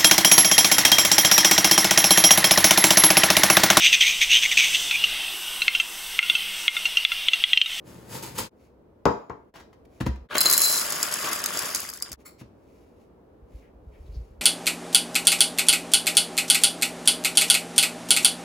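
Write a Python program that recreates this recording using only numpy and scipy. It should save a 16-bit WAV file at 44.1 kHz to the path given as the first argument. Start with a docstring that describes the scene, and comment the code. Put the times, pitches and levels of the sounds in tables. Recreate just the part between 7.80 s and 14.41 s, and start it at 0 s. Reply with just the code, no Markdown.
"""Breakfast in a small kitchen, over a low steady rush of air. A cardboard box scrapes off a shelf, a hand
brushes it, and a cupboard door bangs and rebounds. Things thud onto the counter and a hand bumps the phone.
Dry cereal rings slide out of the box and tick into a bowl, which rings until the heap covers its floor.
The bowl is nudged and squeaks; last, bread rasps into a toaster amid more bumps and a rumbling grip.
The phone's two microphone ports hear it all with the short echo of tiles and cupboards."""
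import sys
import numpy as np
from scipy import signal
from scipy.fft import rfft, irfft, next_fast_len
from scipy.io import wavfile

SR = 44100
rng = np.random.default_rng(int(sys.argv[2]) if len(sys.argv) > 2 else 0)


def store_pcm(level_fs):
    """Save levels as 16-bit WAV."""
    pcm = np.round(np.clip(level_fs, -1, 1) * 32767).astype(np.int16)
    wavfile.write(sys.argv[1], SR, np.atleast_2d(pcm).T)


N = 291545
TIME = np.arange(N) / SR
FFT_SIZE = next_fast_len(N + 4096)
HZ = np.fft.rfftfreq(FFT_SIZE, 1 / SR)
SIDE = np.array([[1], [-1]])  # adds to the left port, takes from the right


def undb(db):
    """Decibels to gain."""
    return 10 ** (np.asarray(db) / 20)


def unit(x):
    """Scale to rms 1."""
    return x / np.sqrt(np.mean(x ** 2))


def at(points, hz):
    """Read (Hz, value) points on a log-frequency axis."""
    point_hz, value = np.transpose(points)
    return np.interp(np.log(hz + 1e-3), np.log(point_hz), value)


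def convolve(x, response):
    """Pass a sound through one or two responses."""
    y = signal.fftconvolve(np.atleast_2d(x), np.atleast_2d(response), axes=-1)[:, :N]
    return y[0] if len(y) == 1 else y


def colour(x, points, size=4096):
    """Minimum-phase EQ through (Hz, dB) points; white noise keeps its power."""
    cepstrum = irfft(np.log(undb(at(points, np.fft.rfftfreq(size, 1 / SR)))))
    cepstrum[1:size // 2] *= 2
    cepstrum[size // 2 + 1:] = 0
    response = irfft(np.exp(rfft(cepstrum)))
    return convolve(x, response / np.linalg.norm(response))


def weigh(x, gain):
    """Apply a gain given at each frequency of HZ."""
    return irfft(rfft(x, FFT_SIZE) * gain, FFT_SIZE)[..., :N]


def decay(t60, size=SR):
    """Exponential decay, 60 dB down after t60 seconds."""
    return np.exp(-np.log(1000) * TIME[:size] / t60)


def swell(peak_s, width_s):
    """A bell-shaped envelope: 1 at the peak, 1/e one width to either side."""
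    return np.exp(-((TIME - peak_s) / width_s) ** 2)


def stroke(peak_s, rise_s, t60):
    """A rubbing push: swells to 1, then dies away."""
    release = np.exp(-np.log(1000) * np.abs(TIME - peak_s) / t60)
    return np.where(TIME < peak_s, swell(peak_s, rise_s), release)


def blows(times, gains):
    """One impulse for each contact."""
    return np.bincount(np.clip(np.asarray(times) * SR, 0, N - 1).astype(int), gains, N)


def ring(x, modes):
    """Drive damped (Hz, dB, t60) modes of alternating polarity."""
    response = sum((-1) ** k * undb(db) * decay(t60) * np.sin(2 * np.pi * hz * TIME[:SR])
                   for k, (hz, db, t60) in enumerate(modes))
    return convolve(x, response)


def bursts(times, db, t60):
    """A burst of decaying noise at each contact."""
    power = convolve(blows(times, undb(db) ** 2), decay(t60) ** 2)
    return np.sqrt(np.abs(power)) * rng.standard_normal(N)


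def hail(per_s, spread_db):
    """Times and sizes of random contacts; mean power is 1 a sample."""
    index = np.flatnonzero(rng.random(N) < per_s / SR)
    sizes = undb(spread_db * np.clip(rng.standard_normal(len(index)), -2, 2))
    return index / SR, unit(sizes) * np.sqrt(SR / per_s)


def friction(per_s, spread_db):
    """Dense tiny slips of a dry surface, rms 1."""
    times, sizes = hail(per_s, spread_db)
    return blows(times, sizes * rng.choice([-1, 1], len(sizes)))


# five stretches of the air bed, with a brief dip in level between them: start_s, air_db
MOMENTS = [(0, -51.5), (.695, -57), (1.722, -55), (2.485, -56), (4.36, -55)]
def moment(index, dip_db=-19, dip_s=0.016):
    """A gate: 1 during one moment, dipping where it meets its neighbours, 0 outside it."""
    edges = [-np.inf] + [start_s for start_s, _ in MOMENTS[1:]] + [np.inf]
    inside_s = np.minimum(TIME - edges[index], edges[index + 1] - TIME)
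    return (inside_s >= 0) * undb(dip_db * np.exp(-(inside_s / dip_s) ** 2))


# dark tone of the air bed: freq_hz, gain_db
AIR_EQ = [(25, -5.5), (65, 6), (130, -1), (240, 2), (480, 1), (700, -8), (1100, -15), (2000, -29),
          (4000, -38.5), (8000, -46), (15500, -43)]
def air():
    """Steady rush of a kitchen appliance; its bass is alike at both ports."""
    level = sum(undb(db) * moment(k) for k, (_, db) in enumerate(MOMENTS))
    mid, side = colour(rng.standard_normal((2, N)), AIR_EQ)
    side = signal.sosfilt(signal.butter(1, 550, "high", fs=SR, output="sos"), side)
    return level * (mid + side * SIDE)


# shoves that slide the box along the shelf: peak_s, level_db, rise_s, t60_s
SHOVES = [(.08, -53, 0.024, 1.8), (.36, -36, 0.049, 0.26), (0.43, -35.5, 0.0049, 0.34),
          (.565, -40.5, 0.014, 0.22), (.588, -24.5, 0.0074, 0.17)]
# papery resonances of the box walls: pitch_hz, level_db, t60_s
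CARD_MODES = [(514, -36.5, 0.039), (897, -29, 0.028), (1540, -47, 0.016), (2290, -44.5, 0.018),
              (5300, -33.5, 0.0082), (6080, -41, 0.0183), (8280, -30.5, 0.018), (10360, -32.5, 0.013),
              (13200, -39.5, .012)]
# broad hiss of sliding cardboard: freq_hz, gain_db
SCRAPE_EQ = [(70, -11.5), (140, -15), (400, -4), (900, -11), (1500, -10.5), (2500, -11), (4000, -12.5),
             (6500, -11), (8400, -9.5), (11000, -10.5), (14500, -10), (16000, -19.5)]
def box_scrape():
    """With each shove the cardboard hisses, its walls ring and it drags low over the shelf."""
    push = sum(undb(db) * stroke(peak_s, rise_s, t60) for peak_s, db, rise_s, t60 in SHOVES)
    slips = push * friction(per_s=6000, spread_db=2.5)
    hiss = colour(undb(-2.5) * slips + ring(slips, CARD_MODES), SCRAPE_EQ)
    drag_eq = [(50, -10.5), (130, 10), (220, 3), (500, -5.5), (900, -13.5), (1800, -15.5), (5000, -30.5)]
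    drag = colour(friction(per_s=1100, spread_db=1), drag_eq)
    return hiss + undb(-24) * push ** 0.47 * drag  # the drag grows more slowly than the hiss


# light brushes on the box: start_s, level_db, t60_s
BRUSHES = [(.813, -66, .018), (1.74, -48, 0.27), (1.757, -45, 0.19), (1.799, -48, 0.13),
           (1.929, -54, 0.075), (2.359, -49.5, .043)]
# their soft, dull tone: freq_hz, gain_db
BRUSH_EQ = [(100, -2.5), (250, -9.5), (600, -0.5), (1100, -3), (2000, -8), (4000, -14.5), (7000, -19),
            (10000, -22.5), (15500, -25.5)]
def hand_brushes():
    """The hand brushes the box, each touch a puff of noise."""
    return colour(sum(bursts([start_s], [db], t60) for start_s, db, t60 in BRUSHES), BRUSH_EQ)


# faint finger rubs: peak_s, level_db, width_s
RUBS = [(0.834, -70.5, 0.056), (2.055, -63, 0.0045), (2.16, -68.5, 0.059), (4.411, -66, .02),
        (4.604, -54.5, 0.016), (4.968, -71.5, 0.17), (5.217, -74.5, 0.048), (5.77, -68, 0.068),
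        (6.33, -68.5, .2)]
# their dry, thin tone: freq_hz, gain_db
RUB_EQ = [(300, -5.5), (1200, -14.5), (2300, 1), (3300, -7.5), (4800, -7.5), (7500, -8.5), (11000, -9),
          (15500, -13)]
def finger_rubs():
    """Fingers slip over card and plastic in soft swells of friction."""
    pressure = sum(undb(db) * swell(peak_s, width_s) for peak_s, db, width_s in RUBS)
    return pressure * colour(friction(per_s=4600, spread_db=4.5), RUB_EQ)


# the bang and its rebound: start_s, panel_db, chatter_db, click_db
DOOR_HITS = [(1.2548, -23, -12.5, -15.5), (1.497, -44.5, -31.5, -43)]
# hollow ring of the door panel: pitch_hz, level_db, t60_s
DOOR_MODES = [(70, -3, .15), (125, -7, .2), (177, -2, .15), (206, -1, .22), (284, -3, .18), (398, -7, .14),
              (476, -1, .22), (583, -4, .16), (638, -4, .14), (808, -5, .14), (916, -1, .13),
              (947, -3, .17), (1016, -2, .15), (1197, -7, .14), (1507, -13, .12), (2420, -19, .1)]
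# boxy tone of its chatter: freq_hz, gain_db
CHATTER_EQ = [(40, -33.5), (100, -4), (200, 2), (290, -2.5), (400, 1), (700, -7.5), (950, 0), (1150, -4),
              (1600, -13), (2300, -25), (4000, -41), (7000, -41.5), (9000, -55), (15500, -52)]
def cupboard_door():
    """The edge clicks on the frame, the panel rings and chatters, and the metal hinges buzz on."""
    start_s, panel_db, chatter_db, click_db = np.transpose(DOOR_HITS)
    click_eq = [(300, 3), (1300, -5.5), (2600, -12), (4000, -17.5), (6000, -15), (7000, -10.5),
                (8500, -25.5), (16000, -33.5)]
    hinge_eq = [(2000, -18), (3000, -5), (4500, -9.5), (5350, -14.5), (6400, -16), (6900, 7.5),
                (7600, -28), (10000, -12)]
    panel = ring(blows(start_s + 0.00362, undb(panel_db)), DOOR_MODES)
    chatter = colour(bursts(start_s + 0.00081, chatter_db, t60=0.13), CHATTER_EQ)
    click = colour(bursts(start_s, click_db, t60=0.018), click_eq)
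    hinges = colour(bursts(start_s, click_db - 42, t60=0.53), hinge_eq)
    return panel + chatter + click + hinges


# things set down on the counter: start_s, body_db, boom_db, click_db
SET_DOWNS = [(2.206, -22, -30, -29), (2.263, -19.5, -20, -28.5), (4.306, -43, -39.5, -64),
             (4.611, -37.5, -54, -48)]
# thud of the load and worktop: pitch_hz, level_db, t60_s
COUNTER_MODES = [(122, -1, .15), (205, 0.5, 0.11), (250, -5.5, .12), (321, -6, .15), (530, -17, .12),
                 (960, -18, .06), (1200, -22, .1), (2630, -25, .06)]
def counter_thuds():
    """Each contact clicks and rings the load and the worktop; a heavy one sets the cabinet booming."""
    start_s, body_db, boom_db, click_db = np.transpose(SET_DOWNS)
    body = ring(blows(start_s, undb(body_db)), COUNTER_MODES)
    boom = ring(blows(start_s + 0.018, undb(boom_db)), [(64, 0, 0.27)])
    touch = bursts(start_s - 0.003, click_db - 8.5, t60=0.05)
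    click = bursts(start_s + 0.0015, click_db, t60=0.073)
    contact_eq = [(200, -3), (1000, -1), (2500, -10), (5000, -19), (9000, -20.5), (16000, -27.5)]
    return body + boom + colour(touch + click, contact_eq)


# the hand bumps the phone: start_s, level_db
BUMPS = [(2.4, -37), (5.615, -39), (5.737, -30), (6.06, -35.5), (6.19, -37.5), (6.283, -28), (6.358, -22),
         (6.392, -27.5), (6.581, -37.5)]
# deep thump of the phone's body: pitch_hz, level_db, t60_s
PHONE_MODES = [(51.7, 0, .16), (73.6, -4, 0.13), (119, -12, 0.09)]
def phone_handling():
    """Dull bumps and the rumble of a shifting grip reach the microphones through the phone's body."""
    start_s, level_db = np.transpose(BUMPS)
    rumble = unit(ring(friction(per_s=220, spread_db=6), PHONE_MODES))
    grip = undb(-46) * swell(peak_s=6.3, width_s=0.37) * rumble
    return ring(blows(start_s, undb(level_db)), PHONE_MODES) + grip


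RINGS_PER_S = 1150  # landings at full flow
# the pour's envelope, where 0 dB is full flow: time_s, flow_db
FLOW = [(2.487, -15.5), (2.515, -2.5), (2.57, -1), (2.76, -1.5), (2.92, -2.5), (3.05, -4), (3.4, -2.5),
        (3.48, 0.5), (3.58, -6), (3.76, -1.5), (4.0, -8), (4.17, -19.5), (4.32, -18)]
# bright rustle at the lip of the box: freq_hz, gain_db
RUSTLE_EQ = [(1000, -20.5), (3800, -9), (5000, 0), (7000, -1), (11000, -2), (16000, -8)]
def cereal_pour():
    """One flow of rings tumbles through the box, rustles over its lip and lands in the bowl."""
    flow = undb(np.interp(TIME, *np.transpose(FLOW))) * (TIME > FLOW[0][0])
    contacts = cereal_tumble(flow) + cereal_landings(flow)
    rustle = undb(-48) * flow * colour(friction(per_s=4000, spread_db=2), RUSTLE_EQ)
    return contacts + rustle


def stream(flow, per_s, spread_db):
    """Times and sizes of contacts during the pour: a thinner flow makes them fewer and softer."""
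    times, sizes = hail(per_s, spread_db)
    share = np.interp(times, TIME, flow)
    sizes = sizes * np.sqrt(share) * (rng.random(len(times)) < share)
    pouring = (times > FLOW[0][0]) & (times < MOMENTS[-1][0])
    return times[pouring], sizes[pouring]


def pings(times, gains, low_hz, high_hz, t60, modes=6, size=700):
    """Each struck cereal ring sounds its own short modes, drawn between two pitches."""
    hz = rng.uniform(low_hz, high_hz, (len(times), modes, 1))
    phase = rng.uniform(0, 2 * np.pi, hz.shape)
    waves = np.sin(2 * np.pi * hz * TIME[:size] + phase).sum(axis=1) * np.sqrt(2 / modes)
    envelope = decay(t60, size) * (1 - decay(0.0026, size))
    index = (times * SR).astype(int)[:, None] + np.arange(size)
    return np.bincount(index.ravel(), (waves * gains[:, None] * envelope).ravel(), N)[:N]


# clumps breaking loose: peak_s, level_db, width_s
CLUMPS = [(2.555, -18, .003), (2.573, -26, .008), (2.66, -25.5, .012), (2.694, -30.5, .004)]
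# hollow mid range of tumbling and knocking rings: freq_hz, gain_db
TUMBLE_EQ = [(60, -16), (170, -4), (350, -5), (600, -1.5), (800, -6), (1150, 2), (1600, 0), (2400, -5),
             (3300, -5.5), (4300, -13.5), (8000, -18)]
def cereal_tumble(flow):
    """Rings patter inside the box and clumps rattle against the card."""
    loosening = sum(undb(db) * swell(peak_s, width_s) for peak_s, db, width_s in CLUMPS)
    rattle = loosening * friction(per_s=5000, spread_db=2.5)
    times, sizes = stream(flow, 1.5 * RINGS_PER_S, spread_db=2)
    patter = undb(-51.5) * pings(times, sizes, low_hz=97, high_hz=4840, t60=0.011, size=450)
    return colour(patter + rattle, TUMBLE_EQ)


# single rings that land hard: start_s, tick_db, bowl_strike_db (relative to the tick)
HARD_LANDINGS = [(2.552, -37, -11), (2.581, -13, -2.5), (2.6059, -10, -7), (2.612, -7.5, -16.5),
                 (2.63, -17, -22.5), (2.649, -23, -1.5), (2.6568, -11.5, 5), (2.6988, -9, -30.5),
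                 (2.7112, -10, -21.5), (2.7269, -7, -16.5), (2.7347, -8.5, -4.5), (2.7407, -16, -10.5),
                 (2.7777, -7.5, -18), (2.817, -9, -7), (2.835, -13.5, 0.5), (3.1033, -15, -13),
                 (3.1228, -13, -10.5), (3.2284, -7, -19), (3.3245, -16.5, -9), (3.3392, -12.5, -8),
                 (3.5307, -14.5, -16.5), (3.6396, -14, -12.5), (3.6595, -12.5, -10), (3.7722, -17, -5),
                 (3.7902, -14.5, -5), (3.9478, -10, -10.5), (3.958, -13.5, -18), (4.002, -19.5, -8),
                 (4.09, -23.5, -8), (4.099, -22.5, -8), (4.136, -24.5, -12), (4.2232, -15, -20),
                 (4.3174, -23.5, -14), (4.329, -24, -8)]
# crisp tone of the ticks: freq_hz, gain_db
TICK_EQ = [(2500, -22), (4300, -13), (4850, 1), (5800, -7), (6900, -1.5), (7900, -0.5), (8500, 1.5),
           (10500, -2.5), (11200, 1.5), (13000, -1), (15800, -5.5)]
# high chime of the bowl: pitch_hz, level_db, t60_s
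BOWL_MODES = [(3985, -11, .03), (4037, -4, .055), (4096, -1, .055), (4135, -6, .035), (4234, -8, .04),
              (4920, -12, .025), (6630, -15, .04), (6874, -14, .06), (7515, -14, .06), (11060, -14, .03),
              (11160, -12, .04), (11226, -14, .04)]
def cereal_landings(flow, fall_s=0.046, cover_s=0.33):
    """Rings tick as they land, and bounce and ring the bowl until the heap covers its floor."""
    arriving = np.interp(TIME - fall_s, TIME, flow)
    heap = np.cumsum(arriving) / SR / cover_s  # reaches 1 after cover_s of full flow
    bare = 1 / (1 + heap ** 8)
    bounce = undb(15.5 * bare * heap ** 2)  # louder while loose rings bounce on the bare floor
    hard_s, tick_db, strike_db = np.transpose(HARD_LANDINGS)
    knocks = pings(hard_s, undb(tick_db - 21.5), low_hz=510, high_hz=4240, t60=0.008, modes=12)
    thickening = np.minimum(0.65 + heap, 1)  # the first rings arrive more sparsely
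    times, sizes = stream(arriving * thickening, RINGS_PER_S, spread_db=1)
    soft_ticks = pings(times, sizes, low_hz=3500, high_hz=16000, t60=0.014, modes=10, size=450)
    hard_ticks = pings(hard_s, undb(tick_db), low_hz=3485, high_hz=16000, t60=0.018, modes=40)
    ticks = colour(undb(-43.5) * bounce * soft_ticks + hard_ticks, TICK_EQ)
    strikes = undb(-54.5) * bounce * blows(times, sizes * rng.choice([-1, 1], len(sizes)))
    strikes += blows(hard_s, undb(tick_db + strike_db))
    # the growing heap cushions each landing: it takes off some treble and shields the bowl
    treble = signal.sosfiltfilt(signal.butter(2, 9000, "high", fs=SR, output="sos"), ticks)
    treble_db = 0.5 * bare - 7 * (1 - bare)
    ticks += (undb(treble_db) - 1) * treble
    bowl = ring(strikes * (bare + undb(-24.5)), BOWL_MODES)
    return ticks + colour(knocks, TUMBLE_EQ) + bowl


# short, bright resonances of the bowl's foot: pitch_hz, level_db, t60_s
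SQUEAK_MODES = [(1240, 1, .012), (2170, -2, 0.012), (4350, -2.5, 0.016), (5350, -4.5, 0.0078),
                (7500, 8.5, 0.0046), (10600, 9.5, 0.0026), (14800, 9.5, .003)]
def bowl_squeak():
    """The bowl is nudged and its foot rubs on the worktop."""
    scuff = unit(ring(friction(per_s=1900, spread_db=1), SQUEAK_MODES))
    return undb(-43.5) * stroke(peak_s=4.462, rise_s=0.0072, t60=0.17) * scuff


# short rasps of bread: peak_s, level_db, centre_hz, width_s
RASPS = [(5.851, -68.5, 2190, 0.042), (6.152, -67, 2330, .03), (6.27, -72.5, 3980, 0.0199),
         (6.353, -64, 4700, 0.025)]
def bread_rasps():
    """Bread scrapes into the toaster slot, each rasp a narrow band of friction."""
    slips = friction(per_s=4600, spread_db=4.5)
    return sum(undb(db) * swell(peak_s, width_s) * colour(slips, [(hz / 2, -20), (hz, 0), (hz * 2, -26)])
               for peak_s, db, hz, width_s in RASPS)


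# early reflections off the worktop and tiles: delay_s, level_db
REFLECTIONS = [(.0011, -12.5), (.0029, -13), (.0052, -11), (.0083, -11.5)]
def splashback(x):
    """Close reflections reach the two ports with opposite signs and widen the mid range."""
    delay_s, level_db = np.transpose(REFLECTIONS)
    reflected = convolve(x, blows(delay_s, undb(level_db))[:SR])
    tile_eq = [(60, -12), (200, -5), (550, -1.5), (1200, -2.5), (2500, 2), (5000, -4), (7500, -9),
               (16000, -12.5)]
    return weigh(reflected, undb(at(tile_eq, HZ))) * SIDE


# length of the room's tail: freq_hz, t60_s
ROOM_DECAY = [(60, 0.26), (200, 0.29), (500, 0.37), (1200, 0.38), (4000, 0.35), (15000, .22)]
# tone of the tail: freq_hz, gain_db
ROOM_EQ = [(50, -5), (200, -2), (600, -1), (2500, -2.5), (5500, 0), (8000, -7.5), (16000, -10)]
def kitchen_echo(x):
    """Diffuse echo from tiles and cupboards, each octave with its own decay; the bass is near mono."""
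    hz = np.fft.rfftfreq(SR, 1 / SR)
    mid, side = rfft(rng.standard_normal((2, SR)))
    spectrum = (mid + np.minimum(hz / 600, 1) * side * SIDE) * undb(at(ROOM_EQ, hz))
    octave = np.log2(np.clip(hz, 2 ** 6, 2 ** 14))
    tail = sum(irfft(spectrum * np.maximum(1 - abs(octave - k), 0)) * decay(at(ROOM_DECAY, 2 ** k))
               for k in range(6, 15))
    onset = np.clip(TIME[:SR] / 0.0015 - 0.5, 0, 1)
    return convolve(x, tail * onset * undb(-28.5))


def ports(x, lag_s=10 / SR):
    """Two close microphone ports: in the treble the left one comes late and inverted."""
    treble_share = np.clip((HZ - 4500) / 2000, 0, 1)
    phase = (3 * np.pi - 2 * np.pi * HZ * lag_s) * treble_share
    return np.array([weigh(x, np.exp(1j * phase)), x])


def facing(x):
    """The phone is turned so that the left port hears more of the mid range."""
    left_db = at([(60, 1.2), (200, 2), (550, 2.2), (1200, 2), (2400, 2.5), (4500, 3.5), (8000, 0.3)], HZ)
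    return weigh(x, undb(SIDE * left_db / 2))


def scene():
    """Near sources reach the ports directly and feed the room; the moments gate them and their echo."""
    box, door, thuds, pour = box_scrape(), cupboard_door(), counter_thuds(), cereal_pour()
    rubs = bowl_squeak() + finger_rubs() + hand_brushes() + bread_rasps()
    box_gate, pour_gate = moment(0), moment(3)
    dips = sum(moment(k) for k in range(len(MOMENTS)))
    near = box * box_gate + pour * pour_gate + (door + thuds + rubs) * dips
    echo = kitchen_echo(undb(-6.5) * door + undb(-7.5) * (thuds + rubs)) * dips
    echo += kitchen_echo(undb(-6.5) * box) * box_gate
    echo += kitchen_echo(undb(-9.5) * pour) * pour_gate
    door_to_left = undb(-12.5) * door * SIDE
    return facing(ports(near) + splashback(near) + echo + door_to_left) + phone_handling() * dips + air()


def record(dry):
    """The phone thins the deepest bass, rounds the loudest peaks and cuts the top."""
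    thinned = signal.sosfilt(signal.butter(3, 36, "high", fs=SR, output="sos"), dry)
    rounded = np.tanh(1.2 * thinned) / 1.2
    return signal.sosfilt(signal.ellip(8, 0.2, 70, 16000, fs=SR, output="sos"), rounded)


dry = scene()
out = record(dry)
store_pcm(out)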